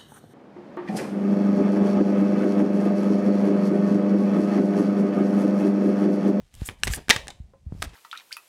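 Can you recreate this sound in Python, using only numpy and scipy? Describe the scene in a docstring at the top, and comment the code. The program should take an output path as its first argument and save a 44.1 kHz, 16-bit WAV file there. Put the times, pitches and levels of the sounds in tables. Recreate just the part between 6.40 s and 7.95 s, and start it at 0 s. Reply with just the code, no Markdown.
"""Tarot cards are drawn from a hand-held deck and dealt onto a cloth-covered table in a small room. One
chatters loudly off the deck by stick-slip friction; edges tick and snap as impacts ring the card. Sliding faces
hiss with countless tiny slips, and dealt cards land with a soft hollow knock. A clip-on microphone close by is
bumped with low thuds and picks up the rumble of moving arms."""
import sys
import numpy as np
from scipy import signal
from scipy.io import wavfile
from scipy.ndimage import uniform_filter1d, minimum_filter1d

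SR = 44100
rng = np.random.default_rng(int(sys.argv[2]) if len(sys.argv) > 2 else 0)


def int16_out(signal):
    """Quantize to a 16-bit WAV file."""
    q = np.round(np.clip(np.atleast_2d(signal).T, -1, 1) * 32767)
    wavfile.write(sys.argv[1], SR, q.astype(np.int16))


N = 68355
TIME = np.arange(N) / SR
HZ = np.fft.rfftfreq(4096, 1 / SR)

# spectrum of the steady faint hiss: frequency_hz, level_db
HISS_SPECTRUM = [(120, -31), (200, -7), (529, -13), (1320, -26.5), (7830, -28), (16000, -43)]
# envelope of the moving arms' rumble: time_s, level_db
RUMBLE_ENVELOPE = [(0, -42.5), (.09, -70), (.17, -45.5), (.3, -55.5), (.37, -56.5), (.47, -32),
                   (.55, -46.5), (.65, -60), (.79, -47.5), (.86, -47), (.96, -58.5), (1.1, -54),
                   (1.21, -61.5), (1.35, -40), (1.55, -54)]
# spectrum of that rumble: frequency_hz, level_db
RUMBLE_SPECTRUM = [(15, -15), (45, -0.5), (80, -6.5), (160, -13), (320, -30), (700, -36), (2000, -50),
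                   (16000, -94.5)]
# reverberation of the room: frequency_hz, t60_s, level_db
ROOM_BANDS = [(150, 0.18, -6.5), (699, 0.52, 4), (960, 0.4, 4), (1360, 0.22, -1.5), (2483, 0.33, -0.5),
              (5000, 0.29, -2), (12030, 0.38, -5.5)]
# bumps of the clip-on microphone: start_s, level_db, rise_s, decay_s, final_pitch_hz, contact_pitch_hz
BUMPS = [(0.2184, -19, 0.00089, 0.012, 47, 177), (0.29, -35, 0.0032, 0.016, 79, 213),
         (0.478, -26, 0.0022, 0.016, 51, 225), (0.499, -19, 0.0065, 0.019, 56, 192),
         (0.762, -25.5, 0.00043, 0.00935, 69, 218), (1.001, -28.5, 0.0051, 0.012, 55.7, 172.8),
         (1.038, -40.5, 0.0072, .018, 59, 109.7), (1.265, -25.5, 0.0052, 0.018, 64.8, 134),
         (1.323, -23, 0.00044, 0.01, 49.24, 264), (1.35, -29.5, 0.0018, 0.012, 48, 150),
         (1.395, -32.5, 0.0052, 0.025, 76, 140.7), (1.467, -29, 0.0082, 0.0091, 48.4, 89.3)]
# hollow modes of a card landing: frequency_hz, level_db, t60_s
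LANDING_MODES = [(232, -10.5, 0.19), (539, 4, 0.13), (672, -9, 0.17), (1032, -9, 0.2)]
# cards landing: start_s, level_db, pitch_ratio
LANDINGS = [(.886, -44, 1.5), (1.1359, -53, 1)]
# spectrum of a card's short ring: frequency_hz, level_db
CARD_SPECTRUM = [(100, -2), (250, 1.5), (450, -2), (950, -4), (1600, -1.5), (3000, -2), (4500, -6),
                 (6000, -7.5), (9500, -12), (12000, -20.5), (16000, -31)]
# card edges scraping: peak_s, level_db, rise_s, fall_s, bass_db, treble_db
SCRAPES = [(0.233, -50, 0.029, 0.015, 0, 0), (0.312, -44, 0.0066, 0.017, 19, 1),
           (0.516, -41, 0.056, 0.032, -8.5, -10), (0.579, -35.5, 0.0099, 0.019, 21, -10),
           (0.733, -32, .008, 0.017, -6.5, -12.5), (1.438, -29.5, 0.0026, 0.0025, 16, -4),
           (1.444, -35, .005, 0.012, 7.5, -7.5), (1.499, -54, 0.022, 0.017, -9, -10),
           (1.548, -52.5, 0.026, 0.015, -0.5, -19)]
# envelope of card faces sliding: time_s, level_db
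SLIDE_ENVELOPE = [(0, -78), (.11, -83.5), (.16, -61), (.243, -58.5), (.26, -35), (.279, -38.5), (.292, -51),
                  (.37, -85), (.403, -69), (.43, -80), (.438, -35), (.452, -34.5), (.463, -52),
                  (.48, -47.5), (.493, -52.5), (.524, -35), (.56, -35.5), (.59, -64), (.64, -78),
                  (.68, -75.5), (.72, -43), (.76, -49), (.81, -81), (.91, -83), (1.05, -97), (1.28, -100),
                  (1.33, -75.5), (1.41, -65), (1.425, -47), (1.449, -44), (1.464, -69), (1.52, -84),
                  (1.55, -54.5)]
# spectrum of their hiss: frequency_hz, level_db
SLIDE_SPECTRUM = [(100, -41.5), (1800, -24), (4500, -7), (7500, 3), (11000, -0.5), (14000, -2.5),
                  (16000, -11.5)]
# resonance that follows the sliding card: time_s, frequency_hz
SWISH_GLIDE = [(.235, 3470), (.258, 7800), (.28, 10540), (.45, 8350), (.53, 7200), (.555, 10040),
               (.6, 5000)]
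# modes of a stiff card corner: frequency_hz, level_db, t60_s
CORNER_MODES = [(1711, -4.5, 0.0077), (2850, 1, 0.0043), (3940, -4, .004), (5600, -1.5, 0.0027),
                (7770, -10, 0.0037), (9900, -7, 0.0022)]
# edges snapping free or tapping the deck:
# start_s, level_db, rattle_decay_s, pitch_hz, bass_db, treble_db, room_send_db
SNAPS = [(0.1407, -51.5, 0.0018, 3200, 15, 30, -4), (0.1512, -49.5, 0.0012, 3060, -16, 32, -19),
         (0.2887, -28.5, 0.0012, 1170, -6.5, -26, -9.5), (0.2968, -39, 0.0013, 1340, 3, -14, -9),
         (0.4717, -26, 0.0021, 2030, 5, 7, -23), (0.4768, -24.5, 0.0045, 2080, 4.5, 2.5, -9),
         (0.5360, -26, 0.0015, 1680, -6.5, 0.5, -4), (0.6839, -33, 0.00083, 1515, 10, 0, -24.5),
         (0.6941, -20, 0.00083, 3410, -4.5, -2, -7.5), (0.6992, -15, 0.0016, 2250, -6, 3, -11),
         (0.6998, -14.5, 0.0013, 3240, -4.5, -1.5, -18), (0.7624, -23, 0.0031, 1873, 4.5, -2.5, -7),
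         (0.8712, -40, .0007, 1730, 10, 12.5, -14), (0.8818, -34.5, 0.0012, 1642, -7.5, 4.5, -6.5),
         (0.9037, -39, 0.0035, 3550, -3.5, -3.5, -4), (1.4221, -27.5, 0.0015, 3000, 1.5, -4.5, -14.5),
         (1.426, -24.5, 0.00025, 1264, -17, -6, -13)]
# modes of the room and table, ringing after the chatter: frequency_hz, level_db, t60_s
ROOM_TABLE_MODES = [(605, -22.5, .25), (871, -9.5, 0.17), (1660, -1, 0.11), (1909, 0, 0.1),
                    (2336, -6.5, .15), (2520, -9, .15), (3720, -7, 0.19), (3565, -10.5, .13)]
# spectrum of a bent card chattering along the deck's edge: frequency_hz, level_db
CHATTER_SPECTRUM = [(100, -20), (400, -9.5), (1150, -8), (1600, -.5), (1900, 1), (2300, -2), (3400, -3.5),
                    (4200, -7), (6000, -10.5), (10000, -21), (16000, -33)]


def amp(db):
    """Amplitude ratio of a level in decibels."""
    return 10 ** (np.asarray(db) / 20)


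def unit_rms(x):
    """Power normalisation: scales a signal to an rms of one."""
    return x / np.sqrt(np.mean(x ** 2) + 1e-20)


def unit_burst(x):
    """Energy normalisation: gives a transient the energy of 5 ms at an rms of one."""
    return x / np.sqrt(np.sum(x ** 2) / (.005 * SR) + 1e-20)


def spectrum(points, hz=HZ):
    """Interpolation of a table along log frequency."""
    frequencies, values = np.transpose(points)
    return np.interp(np.log(hz + 1), np.log(frequencies + 1), values)


def envelope(points):
    """Amplitude envelope, interpolated in decibels."""
    return amp(np.interp(TIME, *np.transpose(points)))


def add(mix, start_s, sound):
    """Superposition: sums a sound into the mix from its start time."""
    part = mix[max(round(start_s * SR), 0):][:len(sound)]
    part += sound[:len(part)]


def colour(x, gain_db):
    """Minimum-phase filtering: the Hilbert transform of the log gain gives a causal response."""
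    log_gain = np.log(amp(np.concatenate([gain_db, gain_db[-2:0:-1]])))
    response = np.exp(np.conj(signal.hilbert(log_gain)))
    taps = np.fft.ifft(response).real
    return signal.fftconvolve(x, taps[:len(taps) // 2])[:len(x)]


def resonate(x, centre_hz, width_hz):
    """Heterodyne resonance: shifts a moving centre frequency to zero, low-passes and shifts back."""
    carrier = np.exp(2j * np.pi * np.cumsum(centre_hz) / SR)
    pole = np.exp(-np.pi * width_hz / SR)
    return (carrier * signal.lfilter([(1 - pole) ** 2], [1, -2 * pole, pole * pole], x / carrier)).real


def ring(modes, t):
    """Free vibration: a sum of exponentially damped modes."""
    return sum(amp(db - 60 * t / t60) * np.sin(2 * np.pi * hz * t) for hz, db, t60 in modes)


def background():
    """Filtered noise: the rumble of moving arms swells and fades over a faint steady hiss."""
    rumble = unit_rms(colour(rng.standard_normal(N), spectrum(RUMBLE_SPECTRUM)))
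    hiss = unit_rms(colour(rng.standard_normal(N), spectrum(HISS_SPECTRUM)))
    return envelope(RUMBLE_ENVELOPE) * rumble + amp(-74.5) * hiss


def room(send, gap_s=.00067, early_db=12, early_s=.01):
    """Reverberation: scattered reflections, strongest at first, decay at each band's own rate."""
    t, bands = TIME[:SR * 2 // 3], np.array(ROOM_BANDS)
    reflections = rng.standard_normal(len(t)) * (rng.random(len(t)) < .15)
    reflections *= amp(early_db * np.exp(-t / early_s))
    hz, frame_s, frames = signal.stft(reflections, SR, nperseg=256)
    t60_s = spectrum(bands[:, :2], hz)[:, None]
    tail = signal.istft(frames * amp(-60 * frame_s / t60_s), SR, nperseg=256)[1][:len(t)]
    tail *= t > gap_s
    coloured = colour(send, spectrum(bands[:, ::2]))
    return signal.fftconvolve(coloured, tail / np.linalg.norm(tail))[:N]


def mic_bumps(glide_s=.0039):
    """Damped oscillation: each bump of the clip-on microphone is a low swing whose pitch drops after contact."""
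    out, t = np.zeros(N), TIME[:SR // 4]
    for start_s, db, rise_s, decay_s, final_hz, contact_hz in BUMPS:
        cycles = np.cumsum(final_hz + (contact_hz - final_hz) * np.exp(-t / glide_s)) / SR
        attack = np.sin(np.pi / 2 * np.minimum(t / rise_s, 1))
        decay = np.exp(-np.maximum(t - rise_s, 0) / decay_s)
        add(out, start_s, amp(db) * attack * decay * np.sin(2 * np.pi * cycles))
    return out


def card_landings(puff_decay_s=.019, puff_cutoff_hz=1100):
    """Impact excitation: a falling card rings hollow modes, with a dull puff of noise."""
    out, t = np.zeros(N), TIME[:SR // 4]
    lowpass_db = -12 * np.log2(1 + (HZ / puff_cutoff_hz) ** 2)
    for start_s, db, pitch_ratio in LANDINGS:
        noise = rng.standard_normal(len(t)) * np.exp(-t / puff_decay_s)
        puff = unit_burst(colour(noise, lowpass_db))
        add(out, start_s, amp(db) * (ring(LANDING_MODES, pitch_ratio * t) + 1.33 * puff))
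    return out


def card_response(bass_db, treble_db, bass_hz=900, treble_hz=5000):
    """Frequency response of a card in decibels, with a shelf at each end."""
    bass_shelf = bass_db / (1 + (HZ / bass_hz) ** 2)
    treble_shelf = treble_db * HZ ** 2 / (HZ ** 2 + treble_hz ** 2)
    return spectrum(CARD_SPECTRUM) + bass_shelf + treble_shelf


def friction(slips_per_s=2500, spread_db=3):
    """Shot noise of friction: tiny slips of uneven size occur at random instants."""
    slipping = rng.random(N) < slips_per_s / SR
    sizes = amp(spread_db * np.minimum(rng.exponential(1, N), 4))
    return unit_rms(slipping * sizes * rng.choice([-1, 1], N))


def edge_scrapes():
    """Frictional excitation: a briefly dragged edge drives the card, duller than a sliding face."""
    out = np.zeros(N)
    for peak_s, db, rise_s, fall_s, bass_db, treble_db in SCRAPES:
        t = TIME - peak_s
        shape = np.exp(-(np.minimum(t, 0) / rise_s) ** 2 - np.maximum(t, 0) / fall_s)
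        out += amp(db) * shape * unit_rms(colour(friction(), card_response(bass_db, treble_db)))
    return out


def face_slides(swish_db=-1, rub_db=-50, rub_exponent=.45):
    """Sliding friction: card faces hiss with a gliding resonance, over a duller rub that varies less."""
    gain = envelope(SLIDE_ENVELOPE)
    hiss = unit_rms(colour(friction(), spectrum(SLIDE_SPECTRUM)))
    swish_hz = np.interp(TIME, *np.transpose(SWISH_GLIDE))
    swish = unit_rms(resonate(friction(), swish_hz, width_hz=1700))
    rub = unit_rms(colour(friction(), card_response(bass_db=-9.5, treble_db=-.5)))
    rub_gain = amp(rub_db) * (gain / gain.max()) ** rub_exponent
    return gain * unit_rms(hiss + amp(swish_db) * swish) + rub_gain * rub


def corner_click(start_s=.4348, level_db=-14.5, low_hz=1220, top_hz=11100):
    """Radiation from a small source: a stiff corner clicks off the deck, too small to emit bass."""
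    out = np.zeros(N)
    band_db = -12 / (1 + (HZ / low_hz) ** 6) - 20 * np.log10(1 + (HZ / top_hz) ** 6)
    click = colour(ring(CORNER_MODES, TIME[:len(HZ)]), band_db)
    add(out, start_s, amp(level_db) * unit_burst(click))
    return out


def edge_snaps(rattle_share=.73, peak_db=7, peak_octaves=.14):
    """Impulse response: a sharp tick and a brief rattle ring the card. Returns sound and room send."""
    direct, send, t = np.zeros(N), np.zeros(N), TIME[:len(HZ)]
    tick = unit_burst(1. * (t == 0))
    for start_s, db, decay_s, pitch_hz, bass_db, treble_db, send_db in SNAPS:
        rattle = unit_burst(rng.standard_normal(len(t)) * np.exp(-t / decay_s))
        drive = (1 - rattle_share) * tick + rattle_share * rattle
        resonance_db = peak_db * np.exp(-.5 * (np.log2((HZ + 1) / pitch_hz) / peak_octaves) ** 2)
        snap = amp(db) * unit_burst(colour(drive, card_response(bass_db, treble_db) + resonance_db))
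        add(direct, start_s, snap)
        add(send, start_s, amp(send_db) * snap)
    return direct, send


def card_chatter(start_s=.7035, length_s=.0074, level_db=-6, swell_db=6, ring_db=-19.5, send_db=-8.5):
    """Stick-slip: a bent card chatters along the deck, and the room and table ring on after it."""
    out, t = np.zeros(N), TIME[:SR // 4]
    first_per_s, final_per_s, slowing_s = 3200, 1830, .002
    slips_per_s = final_per_s + (first_per_s - final_per_s) * np.exp(-t / slowing_s)
    jitter = .12 * unit_rms(uniform_filter1d(rng.standard_normal(len(t)), size=20))
    slip_count = np.floor(np.cumsum(slips_per_s * (1 + jitter)) / SR)
    grit = .2 * rng.standard_normal(len(t))
    slips = np.diff(slip_count, prepend=0) + grit
    progress = np.minimum(t / length_s, 1)
    drive = (slips - slips.mean()) * (t < length_s) * amp(swell_db * progress)
    add(out, start_s, amp(level_db) * unit_burst(colour(drive, spectrum(CHATTER_SPECTRUM))))
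    send = amp(send_db) * out  # only the slips feed the reverberation
    add(out, start_s, amp(ring_db) * progress * ring(ROOM_TABLE_MODES, t))
    return out, send


def scene():
    """Direct and reverberant fields add: cards and hands near the microphone, the room behind."""
    snaps, snap_send = edge_snaps()
    chatter, chatter_send = card_chatter()
    rubbing = face_slides() + edge_scrapes()
    corner = corner_click()
    reverb = room(snap_send + chatter_send + amp(-17.5) * rubbing + amp(-14) * corner)
    cards = card_landings() + rubbing + corner + snaps + chatter
    return (background() + reverb + mic_bumps() + cards)[None]


def record(dry, ceiling=.97, cutoff_hz=16200):
    """Peak and band limiting: the gain dips briefly at the loudest peaks, then a low-pass follows."""
    safe_gain = np.minimum(1, ceiling / (abs(dry[0]) + 1e-9))
    smooth_gain = uniform_filter1d(minimum_filter1d(safe_gain, size=45), size=45)  # 1 ms windows
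    lowpass = signal.firwin(255, cutoff_hz, window=("kaiser", 9), fs=SR)
    return signal.oaconvolve(dry * smooth_gain, lowpass[None], "same")


dry = scene()
out = record(dry)
int16_out(out)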